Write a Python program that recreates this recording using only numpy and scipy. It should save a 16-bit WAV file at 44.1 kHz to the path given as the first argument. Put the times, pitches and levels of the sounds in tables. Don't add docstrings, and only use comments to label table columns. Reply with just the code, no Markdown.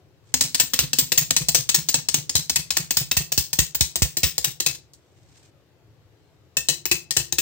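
import sys
import numpy as np
from scipy import signal
from scipy.io import wavfile
from scipy.ndimage import uniform_filter1d

SR = 44100
rng = np.random.default_rng(int(sys.argv[2]) if len(sys.argv) > 2 else 0)


def unload_wav(signal):
    wavfile.write(
        sys.argv[1],
        SR,
        np.round(np.clip(np.atleast_2d(signal).T, -1, 1) * 32767).astype(np.int16),
    )


def magnitude_from_level(level_db):
    exponent = np.asarray(level_db, float) / 20
    return 10 ** exponent


N = 326781


# [t/s, level/dB]
SLAMS = [(0.4098, -10), (0.5986, -9), (0.7903, -9), (0.9869, -9), (1.1763, -8), (1.365, -10.5),
         (1.5471, -9.5), (1.7446, -9), (1.9422, -10.5), (2.1429, -10.5), (2.3536, -11.5), (2.5589, -12),
         (2.7691, -12), (2.9698, -10.5), (3.168, -12.5), (3.3772, -11.5), (3.5889, -10), (3.8087, -10),
         (4.021, -12.5), (4.233, -12), (4.4446, -13), (4.6624, -12.5), (6.6865, -12), (6.914, -11.5),
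         (7.1664, -11), (7.3844, -13)]
# [top tin level/dB, low tin level/dB, wood knock level/dB, left over right level/dB]
SLAM_COLOUR = (-13, -17, -26.5, 3.5)


def leg_slams(toy):
    for k, row in enumerate(blows(SLAMS, SLAM_COLOUR, facing_share=0.26)):
        add(toy[(k + 1) % 3], *blow(row, chatter_s=0.016, rattle_db=-3.0, rattle_t60=0.23,
                                    ring_db=-26, rise_s=0.000088))


# [t/s, level/dB]
CLACKS = [(0.3405, -11), (0.5462, -13.5), (0.7355, -13.5), (0.9323, -14), (1.12, -12), (1.3069, -11),
          (1.4856, -11.5), (1.6905, -12.5), (1.8872, -13.5), (2.0862, -14.5), (2.2945, -17.5),
          (2.4965, -13.5), (2.7056, -15.5), (2.9073, -14), (3.1132, -13), (3.32, -15), (3.5305, -16),
          (3.748, -16.5), (3.9574, -15.5), (4.1697, -15.5), (4.3805, -14.5), (4.6017, -15.5), (6.5693, -13),
          (6.8551, -18), (7.1081, -17.5), (7.3241, -17)]
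# [top tin level/dB, low tin level/dB, wood knock level/dB, left over right level/dB]
CLACK_COLOUR = (-13.5, -17.5, -24.5, 3)


def cam_clacks(toy):
    for k, row in enumerate(blows(CLACKS, CLACK_COLOUR, facing_share=0.77)):
        add(toy[k % 3], *blow(row, chatter_s=0.011, rattle_db=-10, rattle_t60=0.22,
                              ring_db=-28.0, rise_s=.0001))


# [t/s, level/dB, table pitch f/Hz]
THUDS = [(0.44, -29, 149), (0.628, -36, 141.7), (0.83, -25, 142), (1.017, -28.5, 146), (1.211, -26, 147),
         (1.408, -23, 147.5), (1.581, -27.5, 136), (1.778, -25.5, 151), (1.974, -29.5, 147.4),
         (2.174, -29, 143), (2.383, -29.5, 151), (2.585, -31, 150), (2.793, -28, 154), (3.005, -25, 139),
         (3.199, -27, 146), (3.392, -34, 146), (3.614, -29, 150), (3.831, -36, 148), (4.045, -28.5, 145),
         (4.255, -32, 154), (4.471, -29.5, 137.5), (4.688, -36.5, 136.4), (6.702, -33.5, 152),
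         (6.936, -34, 153), (7.194, -31.5, 135)]


def landings(toy):
    for k, (s, db, hz) in enumerate(THUDS):
        add(toy[k % 3], *thud(s, db, hz))
        shake = (s + 0.007, .5 * db - 18.5, -8, -8, -14, 3.5)
        add(toy[k % 3], *blow(shake, chatter_s=0.041, rattle_db=1.0, rattle_t60=0.11,
                              ring_db=-34.0, rise_s=0.0013))


# [t/s, level/dB, top tin level/dB, low tin level/dB, wood knock level/dB, left over
# right level/dB]
SETTLING = [
    (4.7485, -34, -16, -16, -26, 2),
    (4.935, -45, -13, -26, -36, 1),
]


def settling(toy):
    for row in SETTLING:
        add(toy[0], *blow(row, chatter_s=0.018, rattle_db=0, rattle_t60=0.109,
                          ring_db=-48, rise_s=0.000298))


# [t/s, top tin level/dB, low tin level/dB, left over right level/dB]
FACING = [(.3, -2, 3.5, 1.5), (1.2, 0.2, 1.4, 0), (2.1, -5, -2.5, 2.5), (2.8, 2, 3.5, 0.3),
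          (3.5, 3.5, -1.5, -3.5), (4.7, -1.3, -1.5, 0), (6.5, 5.5, -0.5, 0.7), (7.4, -4.5, -4, 5.5)]
# [top tin spread/dB, low tin spread/dB, wood knock spread/dB, left-right spread/dB]
SCATTER_DB = (1.8, 1.2, 1.8, 1.2)


def blows(table, colour, facing_share):
    s, db = np.transpose(table)
    at, top_db, low_db, pan_db = np.transpose(FACING)
    shade = colour + np.multiply(SCATTER_DB, rng.uniform(-np.sqrt(3), np.sqrt(3), (len(s), 4)))
    shade[:, 0] += facing_share * np.interp(s, at, top_db)
    shade[:, 1] += facing_share * np.interp(s, at, low_db)
    shade[:, 3] += facing_share * np.interp(s, at, pan_db)
    return np.column_stack([s, db, shade])


def blow(row, chatter_s, rattle_db, rattle_t60, ring_db, rise_s):
    s, blow_db, top_db, low_db, wood_db, pan_db = row
    t = np.arange(6144) / SR
    contacts = chatter_and_rattle(t, chatter_s, rattle_db, rattle_t60, rise_s)
    tin = tin_shell(s, t, contacts, top_db, low_db, pan_db, ring_db)
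    return s - .0005, magnitude_from_level(blow_db) * (magnitude_from_level(-2.0) * tin + magnitude_from_level(wood_db - 2.5) * wood_knock(s, t))


def chatter_and_rattle(t, chatter_s, rattle_db, rattle_t60, rise_s):
    knocks_per_s = 1200
    uneven = magnitude_from_level(5.7 * np.minimum(rng.exponential(1, len(t)), 2))
    knocks = (rng.random(len(t)) < knocks_per_s / SR) * uneven
    knocks[4] = magnitude_from_level(4.0)
    lumps = evened(1.7 + signal.lfilter([1], [1, -np.exp(-1 / SR / 0.00083)], knocks))
    chatter = lumps * (1 - np.exp(-t / rise_s)) * np.exp(-t / 0.01 - (t / chatter_s) ** 3)
    clumps = magnitude_from_level(1.3 * evened(uniform_filter1d(rng.standard_normal(len(t)), 400)))
    rattle = lumps ** 0.64 * clumps * magnitude_from_level(rattle_db - 60 * t / rattle_t60 - 10 * (t / 0.24) ** 4)
    grit = rng.standard_normal((3, len(t)))
    thin = signal.sosfilt(signal.butter(1, 1800, "high", fs=SR, output="sos"), grit * rattle)
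    drives = np.array([grit * chatter + thin, grit * chatter + 0.76 * thin])
    both, left, right = drives.transpose(1, 0, 2)
    late = np.roll(both, rng.integers(2, 6), axis=1)
    return np.array([both + .95 * left, late + .95 * right])


# [f/Hz, level/dB per Hz]
TIN = [(530, -30), (900, -7.5), (1280, -11), (1810, -7), (2580, -5.5), (6480, -3.5), (8400, -4),
       (10000, -16), (10550, -19.5), (11300, -11), (12700, -4), (14300, -3), (15700, -7.5), (16500, -64)]
# [f/Hz, level/dB, t60/s]
RINGS = [(1840, -4, .05), (2615, 1, .05), (2920, -6, .035), (3940, -1, .018), (5310, -3, .018),
         (6520, 1, .02), (7540, -3, .016), (13000, -6, .02), (15210, 4.5, .065), (15730, 1, .04)]
# [t/s, low ring level/dB]
FLANK = [(.3, -9), (2.3, -8), (2.8, -5), (3.5, -8), (4.7, -6), (6.5, 2.5), (7.4, 2.5)]


def tin_shell(s, t, contacts, top_db, low_db, pan_db, ring_db):
    hz = np.fft.rfftfreq(1024, 1 / SR)
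    tilt = [(2500, low_db + 12.0), (4200, 0.029), (9500, 0.026), (11500, top_db + 4.5)]
    broad = causal(read(TIN, hz) + read(tilt, hz))
    flank = [(3000, np.interp(s, *np.transpose(FLANK))), (4500, 0.0027)]
    modes = [(f, db + read(tilt, f) + read(flank, f), t60) for f, db, t60 in RINGS]
    luck = rng.uniform(-1.7, 1.867, (len(RINGS), 3))
    ringing = magnitude_from_level(ring_db) * ring(modes, t[:3072], luck, spread_db=3.5)
    bodies = [broad / np.linalg.norm(broad), ringing]
    tin = sum(signal.fftconvolve(contacts[:, k], body[None], axes=1)[:, :len(t)]
              for k, body in enumerate(bodies))
    onset_rms = np.sqrt(np.mean(tin[:, :400] ** 2, axis=1, keepdims=True))
    tin *= magnitude_from_level([[pan_db / 2], [-pan_db / 2]]) / onset_rms
    low = signal.sosfilt(signal.butter(2, 2180, fs=SR, output="sos"), tin)
    return tin + low * (magnitude_from_level([[-pan_db / 2], [pan_db / 2]]) - 1)


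# [f/Hz, level/dB, t60/s]
WOOD = [(63.6, 1.5, 0.14), (104.2, -0.5, 0.04), (150, 2, 0.15), (256, -4, 0.085), (345, 3.5, 0.095),
        (413, -3, 0.052), (507, 0, 0.098), (674, 2, 0.05), (806.5, -2, 0.054), (915, -3.5, 0.076)]
# [t/s, 255 Hz over 345 Hz mode level/dB]
PLACE = [(.3, 14.5), (1.5, 6), (2.5, 5.5), (3.5, -0.5), (4.7, -0.5), (6.5, 13.5), (6.7, -9.5), (7.4, -1)]


def wood_knock(s, t):
    place_db = np.interp(s, *np.transpose(PLACE))
    answer = [(150, 0.019), (255, place_db), (345, -place_db), (500, 0.013)]
    table = [(f, db + read(answer, f), t60) for f, db, t60 in WOOD]
    lucks = rng.uniform(-1.633, 1.7, (2, len(WOOD), 3))
    here, there = (ring(table, t, luck, spread_db=5.0) for luck in lucks)
    apart = .5 * there
    return (1 - np.exp(-t / 0.00089)) * np.array([here + apart, here - apart])


def thud(s, db, hz):
    t = np.arange(5000) / SR
    swell = (t / .011) ** 2.7 * np.exp(2.0 * (1 - t / 0.0095))
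    boom = swell * np.sin(2 * np.pi * hz * t)
    modes = ring(WOOD[:6], t, rng.uniform(-1.85, 1.7, (6, 3)), spread_db=1.5)
    others = (1 - np.exp(-t / 0.0006)) * modes
    return s - .003, magnitude_from_level(db + 3.0) * (boom + magnitude_from_level(-21.5) * others) * np.ones((2, 1))


# [t/s, level/dB]
POPS = [(0.4107, -26.5), (0.791, -44), (1.7441, -46), (2.3529, -15), (3.1708, -13.5), (3.3793, -12.5),
        (3.5894, -9), (3.8089, -11.5), (4.0207, -5), (4.2345, -11.5), (6.9158, -24.5)]
POP_SIGNS = [1, 1, 1, -1, 1, 1, -1, 1, -1, 1, 1]
# [t/s, level/dB]
SECOND_STEPS = [
    (3.616, -27.5),
    (4.246, -22),
]


def overload_steps():
    steps, t = np.zeros((2, N)), np.arange(SR // 4) / SR
    creep = 1 - .87 * np.exp(-t / .0016)
    settle = creep * np.exp(-t / .06) * np.cos(2 * np.pi * t) ** 2
    for (s, db), sign in zip(POPS + SECOND_STEPS, POP_SIGNS + [1, 1]):
        add(steps, s, sign * magnitude_from_level(db + 10.5) * settle * [[0], [1]])
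    return steps


# [start t/s, swell t/s, fade t/s, top level/dB]
STROKES = [
    (.24, 0.079, 0.039, -60.5),
    (4.98, 0.39, 0.065, -62),
    (5.33, .05, 0.039, -55),
    (5.38, .075, .05, -56),
    (6.049, .25, .2, -75.5),
    (6.44, 0.016, 0.065, -77),
    (6.531, 0.024, 0.0068, -71),
]


def rubbing():
    t, hz = np.arange(N) / SR, np.fft.rfftfreq(1024, 1 / SR)
    ends = [-13.5, 0, -13.5]
    stroke = np.max([db + np.interp(t, [s, s + swell, s + swell + fade], ends, left=-99, right=-99)
                     for s, swell, fade, db in STROKES], axis=0)
    patches = magnitude_from_level(2.8 * evened(uniform_filter1d(rng.standard_normal(N), 300)))
    grit = rng.standard_normal((2, N)) * patches
    tilt = [(1500, 5.5), (2600, 2.5), (8500, 2.5), (11000, -11.5), (14000, -15.5)]
    shell = causal(read(TIN, hz) + read(tilt, hz))
    return magnitude_from_level(stroke) * evened(signal.oaconvolve(grit, shell[None], axes=1)[:, :N])


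# [from t/s, to t/s]
SQUEAK_S = (6.13, 6.38)


def squeak():
    (start, end), hz, db = SQUEAK_S, 4110, -76
    t, out = np.arange(round((end - start) * SR)) / SR, np.zeros((2, N))
    waver = 1 + 0.013 * evened(uniform_filter1d(rng.standard_normal(len(t)), 600))
    whine = np.sin(2 * np.pi * np.cumsum(hz * waver) / SR)
    add(out, start, magnitude_from_level(db) * np.hanning(len(t)) * whine * np.ones((2, 1)))
    return out


# [f/Hz, t60/s]
ROOM = [(150, 0.51), (700, 0.28), (2000, 0.25), (5000, 0.27), (13000, .17)]


def room(x):
    taps = np.zeros((2, SR // 2))
    slots = np.arange(200, SR // 2 - 20, 10)
    at = slots + rng.integers(0, 10, (2, len(slots)))
    np.put_along_axis(taps, at, rng.choice([-1., 1.], at.shape), 1)
    hz, t, z = signal.stft(taps, SR, nperseg=256)
    tail = signal.istft(z * magnitude_from_level(-60 * t / read(ROOM, hz)[:, None]), SR, nperseg=256)[1]
    return signal.fftconvolve(x, tail / np.linalg.norm(tail[0]), axes=1)[:, :N]


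# [f/Hz, level/dB per Hz]
AIR = [(20, -0.5), (50, 4), (62, -9.5), (99, 4), (160, -5), (200, -18), (310, -9), (500, -12.5),
       (1000, -22), (2000, -25), (4000, -28), (8000, -35.5), (10500, -44.5), (13000, -35.5), (16500, -42.5)]
# [f/Hz, correlation/1]
SAME = [(60, 0.38), (240, 0.84), (950, 0.55), (3770, -0.11), (15000, -0.11)]


def hush():
    frames, hz = N // 512 + 5, np.fft.rfftfreq(2048, 1 / SR)
    a, b, c, d, patches = rng.standard_normal((frames, 1025, 5)).T
    patches = evened(uniform_filter1d(uniform_filter1d(patches, 10, 0), 8, 1))
    same, left = np.clip(read(SAME, hz), -1, 1)[:, None], a + 1j * b
    right = same * left + np.sqrt(1 - same ** 2) * (c + 1j * d)
    z = np.array([left, right]) * magnitude_from_level(read(AIR, hz)[:, None] + 1.5 * patches)
    noise = evened(signal.istft(z, nperseg=2048, noverlap=1536)[1][:, :N])
    return magnitude_from_level(-56) * magnitude_from_level([[2.2], [-1.2]]) * noise


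def evened(x):
    return x / np.sqrt(np.mean(x ** 2) + 1e-20)


def read(points, hz):
    f, value = np.transpose(points)
    return np.interp(np.log(hz + 1), np.log(f + 1), value)


def add(mix, s, sound):
    part = mix[:, round(s * SR):][:, :sound.shape[1]]
    part += sound[:, :part.shape[1]]


def causal(db, size=1024):
    log_gain = np.log(magnitude_from_level(np.maximum(np.concatenate([db, db[-2:0:-1]]), -90)))
    return np.fft.ifft(np.exp(np.conj(signal.hilbert(log_gain)))).real[:size // 2]


def ring(modes, t, luck, spread_db):
    hz, db, t60 = np.transpose(modes)[:, :, None]
    share = magnitude_from_level(db + spread_db * luck[:, :1] - 60 * t / t60)
    detuned = hz * (1 + 0.0022 * luck[:, 1:2])
    return (share * np.sin(2 * np.pi * (detuned * t + luck[:, 2:]))).sum(0)


def scene():
    toy = np.zeros((3, 2, N))
    leg_slams(toy)
    cam_clacks(toy)
    landings(toy)
    settling(toy)
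    hops = sum(part + magnitude_from_level(-12.5) * room(part) for part in toy)
    return hops + rubbing() + squeak() + hush()


def top_cut(x):
    return signal.sosfilt(signal.butter(12, 17000, fs=SR, output="sos"), x)


def record(dry):
    bass_cut = signal.butter(8, 65, "high", fs=SR, output="sos")
    limited = np.clip(signal.sosfilt(bass_cut, dry + overload_steps()), -.88, .88)
    band = signal.firwin(511, 15950, window=("kaiser", 9), fs=SR)
    mix = signal.oaconvolve(limited, band[None], "same")
    return top_cut(mix)


dry = scene()
out = record(dry)
unload_wav(out)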